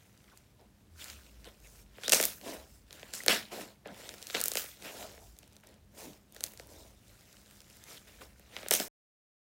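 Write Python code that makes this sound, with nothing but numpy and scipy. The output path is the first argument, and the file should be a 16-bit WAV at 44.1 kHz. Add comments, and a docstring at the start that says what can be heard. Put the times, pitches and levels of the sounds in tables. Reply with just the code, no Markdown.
"""Faint dry ticks and soft crackle come first, close to the microphone; then crunchy slime is kneaded harder on a
wooden table. Kneading and crackle are swarms of tiny damped rings; single air pockets snap in pops, loud and faint,
and the tabletop answers each with a short falling chirp. Squishes, a squeak, blips, a low hand pat and a thump are
noise through a gliding resonance. The stretched sheet flutters with a low sinking tone.
A quiet room of shaped noise lies below. All sound stops shortly before the end."""
import sys
import numpy as np
from scipy import signal
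from scipy.fft import rfft, irfft, next_fast_len
from scipy.io import wavfile
from scipy.ndimage import uniform_filter1d, map_coordinates

SR = 44100
rng = np.random.default_rng(int(sys.argv[2]) if len(sys.argv) > 2 else 0)


def bounce(signal):
    """Save signal as a 16-bit WAV file at the path given by the first command-line argument."""
    frames = np.transpose(np.atleast_2d(signal))
    limited = np.clip(frames, -1, 1)
    pcm = np.round(limited * 32767).astype(np.int16)
    wavfile.write(sys.argv[1], SR, pcm)


N = 422037
TOP_HZ = 16000  # upper band limit
KNOCK_DB = -9  # table knock, relative to a small pop's snap or to the middle level of peel ticks


def amp(db):
    """Decibels to gain."""
    return 10 ** (np.asarray(db) / 20)


def unit(x):
    """Scale to rms 1."""
    return x / np.sqrt(np.mean(x ** 2) + 1e-20)


def unit_energy(x):
    """Scale to a sum of squares of 1."""
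    return x / (np.linalg.norm(x) + 1e-12)


def along(points, hz):
    """Read (Hz, value) points on a log frequency axis."""
    f, v = np.transpose(points)
    return np.interp(np.log(hz + 1), np.log(f), v)


def curves(rows):
    """One value per sample for each column after the time."""
    s, *cols = np.transpose(rows)
    return [np.interp(np.arange(N) / SR, s, c) for c in cols]


def wobble(rate):
    """A smooth random curve, rate knots a second."""
    knots = rng.standard_normal(int(N * rate / SR) + 4)
    return map_coordinates(knots, [np.arange(N) * rate / SR])


def filtered(x, response):
    """x times a complex response of frequency."""
    size = next_fast_len(len(x) + 4096)
    spectrum = rfft(x, size) * response(np.fft.rfftfreq(size, 1 / SR))
    return irfft(spectrum, size)[:len(x)]


def coloured(x, colour):
    """x shaped by a table of (Hz, dB) points."""
    return filtered(x, lambda hz: amp(along(colour, hz)))


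def bending(hz, lag_cycles):
    """Low bending waves travel slowest: each frequency arrives some of its own cycles late."""
    return np.exp(-2j * np.pi * lag_cycles * np.log((hz + 1) / SR))


def swell(s, rise_s, hold_s, fall_s):
    """Power of one hand movement: it rises, holds and dies away, 20 dB per rise or fall time."""
    t = np.arange(N) / SR - s
    away = np.maximum(-t, 0) / rise_s + np.maximum(t - hold_s, 0) / fall_s
    return np.exp(-2 * np.log(10) * np.minimum(away, 10))


def handling():
    """Crushes and strokes add in power: dB of squelch, crunch and fizz, and the tilt of the fizz."""
    # a fold gives way at once and its bubbles are crushed; levels are drives that kneading trims
    # columns: t/s, squelch level/dB, crunch level/dB, fizz level/dB, top-octave tilt/dB
    crushes = [(0.599, -62, -72, -81, -3.5), (1.453, -56, -55, -63, -1), (2.041, -59, -46, -50, -9),
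               (2.127, -35.5, -33, -27, -10), (2.208, -42.5, -38.5, -37, 5), (2.239, -52, -43.5, -34, 4.5),
               (3.14, -76, -48.5, -43, -8.5), (3.294, -35, -27, -33, -2), (3.86, -46.5, -55, -69, -3),
               (4.352, -44, -38, -48.5, 1), (4.453, -53, -53.5, -39, 3), (4.573, -51.5, -40, -35, 3),
               (6.441, -61, -56.5, -50, 4), (6.598, -59.5, -63.5, -60.5, -3), (8.074, -65, -58.5, -64, 2),
               (8.214, -57, -58.5, -58.5, -2.5), (8.723, -41, -35, -27.5, 1),
               (8.801, -45, -45.5, -43.5, -3)]
    # slow presses and pulls of the hands, with the same drives
    # columns: t at full force/s, rise/s, hold/s, fall/s, squelch level/dB, crunch level/dB, fizz level/dB
    strokes = [(0.003, 0.069, 0.375, 0.26, -74.5, -70.0, -70.5),
               (1.008, 0.061, 0.102, 0.13, -63, -51.5, -52.5),
               (1.298, 0.809, 0.177, 0.57, -70.5, -68.0, -66.5),
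               (1.648, 0.081, 0.168, 0.071, -69.5, -68.5, -62),
               (2.032, 0.163, 0.073, 0.075, -59, -55.0, -58.5),
               (2.461, 0.056, 0.078, 0.13, -45, -49.0, -50.5),
               (2.702, 0.132, 0.051, 0.13, -76, -69.5, -62.5),
               (2.932, 0.079, 0.36, 0.23, -61, -58.0, -60.0), (3.52, 0.021, 0.094, 0.12, -46, -49.0, -51),
               (3.991, 0.123, 0.123, 0.25, -56, -54.5, -56), (4.369, 0.269, 0.183, 0.27, -62, -49.5, -48.0),
               (4.846, 0.08, 0.205, 0.21, -51, -53, -51.5), (5.229, 0.11, 0.034, 0.18, -74, -71, -61.0),
               (5.394, 0.08, 0.192, 0.09, -71.5, -70.5, -72),
               (5.639, 0.021, 0.063, 0.12, -62.0, -64.0, -71),
               (5.991, 0.054, 0.054, 0.144, -50.5, -54, -50.5),
               (6.361, 0.07, 0.141, 0.27, -63.5, -64.5, -62.5),
               (6.716, 0.124, 0.089, 0.209, -58.5, -65, -60.5), (7.137, 0.6, 0.647, 0.32, -71, -67, -65),
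               (7.901, 0.178, 0.022, 0.22, -62, -56.0, -56), (8.076, 0.035, 0.076, 0.55, -69, -64.0, -64.5),
               (8.571, 0.162, 0.116, 0.045, -56.5, -52.5, -58.5)]
    crush_rise_s, crush_hold_s, crush_fall_s = .017, .01, .118  # rise and fall are times per 20 dB
    stroke_tilt_db = -3.5  # top octave of the fizz in a slow stroke
    resting_db = -84  # foam left alone barely ticks
    moves = []
    for s, *levels, tilt in crushes:
        moves.append((swell(s, crush_rise_s, crush_hold_s, crush_fall_s), levels, tilt))
    for s, rise, hold, fall, *levels in strokes:
        moves.append((swell(s, rise, hold, fall), levels, stroke_tilt_db))
    shapes, levels_db, tilts_db = map(np.array, zip(*moves))
    peaks = amp(levels_db.T) ** 2
    power = peaks @ shapes + amp(resting_db) ** 2
    squelch_db, crunch_db, fizz_db = 10 * np.log10(power)
    # each movement tilts the fizz by its share of the fizz power
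    tilt_db = (peaks[-1] * tilts_db) @ shapes / power[-1]
    return squelch_db, crunch_db, fizz_db, tilt_db


def bubbles(rate, ring_hz, cycles, spread_db, count=96):
    """A swarm of tiny damped rings of random pitch and size, held near rms 1 from moment to moment."""
    n = int(rate * N / SR)
    start = rng.integers(0, N, (n, 1))
    hz = np.minimum(ring_hz * np.exp(.5 * rng.standard_normal((n, 1))), TOP_HZ)
    size = amp(spread_db * np.minimum(rng.exponential(size=(n, 1)), 5))
    turns = hz * np.arange(count) / SR
    rings = size * np.sin(2 * np.pi * turns) * np.exp(-turns / cycles)
    places = start + np.arange(count)
    swarm = np.bincount(places.ravel(), rings.ravel(), N + count)[:N]
    local_power = np.abs(uniform_filter1d(swarm ** 2, size=1800))
    return swarm / np.sqrt(local_power + 1e-9)


def crackle(level_db, colour, sparse, dense, crowded_db):
    """The harder the squeeze, the more bubbles burst at once, until single ticks start to merge."""
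    dense_share = .2 + .45 / (1 + amp(crowded_db - level_db))
    swarm = np.sqrt(1 - dense_share) * sparse + np.sqrt(dense_share) * dense
    return amp(level_db) * unit(coloured(swarm, colour))


def patchy(x, depth_db):
    """Folds of slime favour shifting bands: a smooth random gain over frequency and time."""
    z = signal.stft(x, nperseg=512)[2]
    patch = np.outer(np.hanning(13), np.hanning(11))
    field = signal.fftconvolve(rng.standard_normal(z.shape), patch, "same")
    return signal.istft(z * amp(depth_db * unit(field)), nperseg=512)[1][:N]


def kneading(squelch_db, crunch_db, fizz_db, tilt_db):
    """Large, middling and tiny bubbles collapse in the foam; the large ones sound through the table."""
    # colour of the soft squelch in the tabletop; columns: f/Hz, level/dB per Hz
    squelch_colour = [(90, -29.5), (140, -15.5), (200, -1.5), (295, -.5), (380, -1), (480, -1), (620, 1),
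                      (800, -4.5), (1050, -4.5), (1600, -46.5)]
    # colour of the middling bubbles; columns: f/Hz, level/dB per Hz
    crunch_colour = [(600, -28), (1050, -11.5), (1300, -3.5), (2000, -3), (3100, -1), (4000, 2), (5500, -2),
                     (8000, -29)]
    # colour of the tiny bubbles before the tilt; columns: f/Hz, level/dB per Hz
    fizz_colour = [(3500, -19), (5200, -6.5), (7000, -5.5), (10000, -6), (13000, -2.5), (15800, -0.5)]
    large = bubbles(rate=900, ring_hz=900, cycles=0.89, spread_db=1.5)
    large = filtered(coloured(large, squelch_colour), lambda hz: bending(hz, lag_cycles=1.7))

    sparse = bubbles(800, 2600, cycles=0.95, spread_db=3.0)
    dense = bubbles(5000, 2600, cycles=1.4, spread_db=0.5)
    middling = crackle(crunch_db, crunch_colour, sparse, dense, crowded_db=-64)

    sparse = bubbles(1800, 9000, cycles=0.47, spread_db=0.5)
    dense = bubbles(8000, 9000, cycles=0.8, spread_db=-1)
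    tiny = crackle(fizz_db, fizz_colour, sparse, dense, crowded_db=-66)
    finest = filtered(tiny, lambda hz: 1 / (1 + (10500 / (hz + 1)) ** 8))  # above about 10.5 kHz
    tiny = amp(tilt_db / 2) * finest + amp(-tilt_db / 2) * (tiny - finest)

    # one bursting bubble sets off its neighbours, so the crackle comes in clumps; the grip is never quite even
    clumps = amp(0.59 * wobble(70) + 1.2 * wobble(14))
    squelch = amp(squelch_db - 0.6) * unit(large)
    crunch = amp(-2) * patchy(middling, depth_db=2.0)
    fizz = amp(-0.15) * patchy(tiny, depth_db=2.0)
    return clumps * (squelch + crunch + fizz)


def pocket_response(hz, ring_hz):
    """A small pocket rings higher and radiates little bass; its soft wall smears and dulls the snap."""
    resonance = 1 / (1 + .9j * (hz / ring_hz - ring_hz / (hz + 1)))
    radiation = 1 / (1 - 900j / (hz + 1)) ** 2
    wall = bending(hz, lag_cycles=.55) / (1 + (hz / (3 * ring_hz)) ** 4)
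    return resonance * radiation * wall * (hz < TOP_HZ)


def pops(rows):
    """A pocket snaps open and rings a few cycles, its torn wall spatters, and the table chirps."""
    # a pop's knock in the tabletop; columns: f/Hz, level/dB per Hz
    knock_colour = [(100, -29.5), (200, -9), (310, -3), (520, 6.5), (750, -1), (1050, -14), (1600, -2.5),
                    (3000, -10.5), (6000, -40)]
    t = np.arange(SR // 25) / SR
    out = np.zeros(N + len(t))
    strike = 1. * (t == 0)
    for s, snap_db, ring_hz, knock_db in rows:
        spatter = unit_energy(rng.standard_normal(len(t)) * np.exp(-t / .0007) * (t > .0003))
        # the foam around it crackles on for a few milliseconds
        settling = unit_energy(rng.standard_normal(len(t)) ** 3 * np.exp(-t / .006))
        burst = strike + amp(-4) * spatter + amp(-13.5) * settling
        snap = unit_energy(filtered(burst, lambda hz: pocket_response(hz, ring_hz)))
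        # each pop strikes the table at another distance from the microphone
        lag_cycles = 1.7 * np.exp(.13 * rng.standard_normal())
        knock = filtered(strike, lambda hz: amp(along(knock_colour, hz)) * bending(hz, lag_cycles))
        out[round(s * SR):][:len(t)] += amp(snap_db) * snap + amp(knock_db) * unit_energy(knock)
    return out[:N]


def small_pops(crackle_db):
    """Small pockets burst at random for pops(): harder crackle brings more and louder ones."""
    gentle_db = -63  # crackle level at which the next settings hold
    per_s, doubles_db = 11, 8  # pops a second, and the dB of crackle that double them
    snap_energy_db, grows, spread_db = -39.5, 0.65, 5.5  # grows: dB of snap per dB of crackle
    middle_ring_hz = 4400  # pitches spread an octave either way
    effort_db = crackle_db - gentle_db
    due = np.cumsum(per_s * 2 ** (effort_db / doubles_db)) / SR  # pops due so far
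    draws = rng.random((700, 3))  # at most 700 pops
    at = np.searchsorted(due, np.arange(len(draws)) + draws[:, 0])
    heard = at < N
    at = at[heard]
    _, size, pitch = 2 * draws[heard].T - 1
    snap_db = snap_energy_db + grows * effort_db[at] + spread_db * size
    return list(zip(at / SR, snap_db, middle_ring_hz * 2 ** pitch, snap_db + KNOCK_DB))


def peel_ticks():
    """Threads of slime let go of the fingers one by one, as random rows for pops()."""
    # sticky slime peels off the skin in dry ticks
    # columns: t/s, length/s, ticks per s, middle snap energy level/dB
    peels = [(0.103, .3, 8, -42.5), (4.169, .17, 33, -32), (5.371, .36, 32, -40.5), (6.333, .2, 35, -31),
             (7.301, .52, 16, -35.5)]
    middle_ring_hz, spread_db = 7050, 5
    rows = []
    for s, length, rate, db in peels:
        for k, (jitter, size, pitch) in enumerate(rng.uniform(-1, 1, (24, 3))):
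            after = (k + .5 + .5 * jitter) / rate
            if after < length:
                rows.append((s + after, db + spread_db * size, middle_ring_hz * 2 ** pitch, db + KNOCK_DB))
    return rows


def gliding_noises():
    """Noise rings in a resonance that glides in pitch, with random spurts of level."""
    # short gliding noises: air squishes, a squeak, blips, a low hand pat and a thump
    # the level is before a 3 dB trim
    # columns: t/s, length/s, first f/Hz, last f/Hz, width as a share of the pitch, level/dB
    glides = [(0.277, .021, 2640, 1200, 0.33, -63.5), (0.312, 0.037, 1860, 717, 0.33, -61.5),
              (0.595, .044, 1298, 385, 0.47, -61.5), (0.992, 0.049, 3100, 2960, 0.18, -51),
              (1.461, .028, 718, 333, 0.26, -53), (1.64, .037, 2210, 2110, 0.22, -60),
              (2.037, .011, 4500, 2960, .03, -42), (2.047, 0.045, 3120, 5400, .06, -41),
              (2.126, 0.011, 2774, 3210, .062, -24), (3.203, 0.0056, 2060, 1900, 0.072, -37.5),
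              (3.29, 0.044, 3100, 2880, 0.16, -31.5), (3.293, 0.047, 1416, 1786, 0.5, -35.5),
              (3.847, 0.073, 1807, 1547, 0.23, -55), (3.893, 0.042, 221, 210, 0.13, -50.5),
              (4.836, 0.082, 2500, 2486, 0.49, -47), (5.001, .07, 622, 670, 0.13, -47.5),
              (5.169, .11, 695, 720, 0.18, -61), (5.633, 0.0067, 3540, 900, 0.25, -56),
              (6.029, 0.102, 302, 260, 0.43, -51.5), (6.736, .12, 3680, 3690, .12, -65),
              (7.967, 0.019, 3900, 3050, 0.25, -51.5), (8.212, 0.013, 2585, 695, 0.76, -47),
              (8.802, .006, 645, 448, .1, -31.5)]
    out = np.zeros(N)
    spurts = amp(1.6 * wobble(220))
    flutter = np.exp(.06 * wobble(90))
    for s, length, first_hz, last_hz, width, db in glides:
        u = np.linspace(0, 1, int(length * SR))
        span = round(s * SR) + np.arange(len(u))
        hz = np.geomspace(first_hz, last_hz, len(u)) * flutter[span]
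        memory = np.exp(-np.pi * width * hz.mean() / SR)
        noise = rng.standard_normal(len(u)) + 1j * rng.standard_normal(len(u))
        # the noise rings around zero frequency and is then shifted up to the gliding pitch
        ringing = signal.lfilter([1], np.poly([memory, memory ** 2]), noise)
        tone = np.real(ringing * np.exp(2j * np.pi * np.cumsum(hz) / SR))
        out[span] += amp(db - 3.0) * unit(tone * spurts[span] * np.sqrt(u * (1 - u)))
    return out


def sheet():
    """The thin sheet flutters like a slackening drum skin: a sine of sinking, unsteady pitch."""
    # the sheet slackens as it is pulled; pitch and level waver around these
    # columns: t/s, f/Hz, level/dB
    slackening = [(.84, 92, -91), (.92, 83, -55), (1.05, 73.6, -63), (1.18, 68.4, -55), (1.27, 60.2, -65),
                  (1.38, 56.5, -59.5), (1.6, 50.9, -69), (1.8, 49.5, -58.5), (1.95, 47.5, -69)]
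    hz, level_db = curves(slackening)
    phase = 2 * np.pi * np.cumsum(hz) / SR + .35 * wobble(13.3)
    sounding = np.arange(N) < slackening[-1][0] * SR
    return amp(level_db + 2.4 * wobble(11.1)) * unit(np.sin(phase)) * sounding


def tabletop(x):
    """The wooden top goes on ringing in its low modes."""
    # faint modes of the tabletop; columns: f/Hz, relative level/dB, t60/s
    table_modes = [(221, -2.5, 0.47), (320, -4.5, .13), (449.5, -5.5, 0.17), (578, -5.5, 0.076)]
    t = np.arange(SR // 4) / SR
    ring = sum(amp(db - 60 * t / t60) * np.sin(2 * np.pi * hz * t) for hz, db, t60 in table_modes)
    return signal.fftconvolve(x, unit_energy(ring))[:N]


def room(x):
    """A small room's tail of decaying noise, longer in the treble."""
    # decay of the room; columns: f/Hz, t60/s
    room_decay = [(200, 0.1), (2000, 0.24), (12000, 0.42)]
    hz, t, z = signal.stft(rng.standard_normal(SR // 3), SR, nperseg=256)
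    decay = amp(-60 * t / along(room_decay, hz)[:, None])
    tail = signal.istft(z * decay, SR, nperseg=256)[1]
    delayed = np.pad(unit_energy(tail), (SR // 300, 0))  # starts 1/300 s late
    return signal.fftconvolve(x, delayed)[:N]


def room_tone():
    """Faint noise with a soft low emphasis, over a rumble that comes and goes."""
    # colour of the quiet room; columns: f/Hz, level/dB per Hz
    tone_colour = [(25, -30.5), (70, -4), (105, 4.5), (155, -1), (185, -2), (207, 6.5), (235, -6),
                   (290, -5.5), (500, -13), (1000, -18.5), (2500, -23.5), (8000, -28.5), (15800, -31)]
    # colour of the deep rumble; columns: f/Hz, level/dB per Hz
    rumble_colour = [(20, -28), (36, -14.5), (53, 2.5), (75, -1.5), (100, -8.5), (160, -23.5), (400, -61)]
    # rumble swells as the arms shift; columns: t of the peak/s, length/s, level/dB
    shifts = [(2.1, 1.1, -66.5), (2.801, .35, -62), (5.223, .22, -58), (5.9, .3, -65.5),
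              (6.799, 0.4, -60.5), (8.306, .45, -62)]
    rumble_db = -69  # between the swells
    t = np.arange(N) / SR
    swells = sum(amp(db) ** 2 * np.exp(-(2 * (t - s) / length) ** 2) for s, length, db in shifts)
    tone = unit(coloured(rng.standard_normal(N), tone_colour))
    rumble = unit(coloured(rng.standard_normal(N), rumble_colour))
    return amp(-64.5) * tone + np.sqrt(amp(rumble_db) ** 2 + swells) * rumble


def scene():
    """The slime, close by, on a table in a quiet room."""
    # single pops placed by hand, loud and faint, low and high
    # columns: t/s, snap energy level/dB, ring f/Hz, table knock energy level/dB
    placed_pops = [(.3745, -31, 7660, -64), (1.043, -19.5, 6650, -43), (1.1, -21, 3770, -40),
                   (1.4444, -29.5, 3550, -45), (1.9832, -42, 2700, -23), (2.0353, -17.5, 2540, -28),
                   (2.0807, -5.5, 4400, -10), (2.0952, -3, 6110, -17), (2.099, -5, 4580, -16),
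                   (2.1217, 5.5, 6250, -10.5), (2.13, -2, 3474, -4.5), (2.1339, 3.5, 7210, -1),
                   (2.1466, -1, 6540, -21), (2.1827, -10, 8790, -25), (2.1999, -8, 4730, -2),
                   (2.2126, -3, 10500, -26), (2.2277, -4, 7040, -16), (2.2359, -14, 3120, -14),
                   (2.2385, -4.5, 6650, -20), (2.2534, -0.5, 12470, -30), (2.4132, -29, 4010, -32),
                   (2.908, -26.5, 2750, -36), (2.9282, -23, 4900, -39), (3.0302, -24.5, 2035, -22),
                   (3.1373, -12.5, 5110, -25), (3.151, -18, 7350, -50), (3.2357, -20, 8000, -24.5),
                   (3.2631, -8.5, 10270, -10.5), (3.2823, 6, 3490, -1), (3.8576, -34.5, 1754, -19.5),
                   (4.0916, -16.5, 3680, -28), (4.14, -27, 5720, -26), (4.227, -20, 4550, -29.5),
                   (4.2699, -18.5, 5760, -51), (4.3, -17.5, 2480, -26), (4.307, -19, 2950, -34),
                   (4.3452, -17, 3830, -11), (4.3488, -4, 2097, -7), (4.3541, -12, 2750, -20),
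                   (4.368, -14, 2965, -15), (4.4038, -11.5, 8350, -23), (4.414, -5, 8700, -21),
                   (4.4391, -3, 13140, -43.5), (4.4578, -5.5, 13500, -19), (4.4825, -3.5, 13700, -25),
                   (4.5176, -9.5, 6170, -17), (4.5366, -15, 9020, -56), (4.5546, -8.5, 7070, -10),
                   (4.5715, -5, 4270, -12), (4.6416, -22, 9390, -23), (4.8237, -25, 3770, -36),
                   (5.178, -45, 2640, -28), (5.3884, -26, 9350, -53), (5.431, -35.5, 3490, -35),
                   (5.478, -39, 9100, -48), (5.5664, -30.5, 5260, -48), (5.672, -32.5, 6850, -45.5),
                   (6.3239, -32.5, 10590, -58.5), (6.3641, -27, 2950, -28.5), (6.4075, -18, 5440, -27),
                   (6.4389, -4, 7000, -26), (6.464, -21, 5530, -38), (6.5362, -31, 10430, -32),
                   (6.5749, -26.5, 4960, -43), (6.5974, -24.5, 4140, -21.5), (6.6714, -33, 14050, -54),
                   (7.6048, -29.5, 4900, -42), (7.8394, -27, 5900, -51.5), (8.3963, -35, 11770, -35),
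                   (8.5659, -14, 2145, -20.5), (8.6307, -24.5, 2477, -21), (8.662, -36, 2074, -17),
                   (8.6851, -11.5, 9110, -30), (8.7099, 2.5, 8950, -7.5), (8.7136, -4, 3360, -2.5),
                   (8.7383, 2, 10600, -9), (8.752, -3.5, 8610, -26), (8.8002, -7.5, 5200, -12.5)]
    squelch_db, crunch_db, fizz_db, tilt_db = handling()
    slime = kneading(squelch_db, crunch_db, fizz_db, tilt_db) + gliding_noises()
    bursts = list(placed_pops) + peel_ticks() + small_pops(np.maximum(crunch_db, fizz_db))
    slime = slime + pops(bursts)
    background = sheet() + room_tone()
    return (slime + amp(-30) * tabletop(slime) + amp(-21.5) * room(slime) + background)[None]


def record(dry):
    """The sound stops dead; the microphone drops the deepest bass, and treble falls steeply at the band limit."""
    stop_s, low_cut_hz = 8.882, 27
    stopped = dry[0] * (np.arange(N) < stop_s * SR)

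    def band(hz):
        """Gain of the low cut and of the band limit."""
        low_cut = 1 / (1 + (low_cut_hz / (hz + 1)) ** 8)
        return low_cut / (1 + (hz / TOP_HZ) ** 120)

    return filtered(stopped, band)[None]


dry = scene()
out = record(dry)
bounce(out)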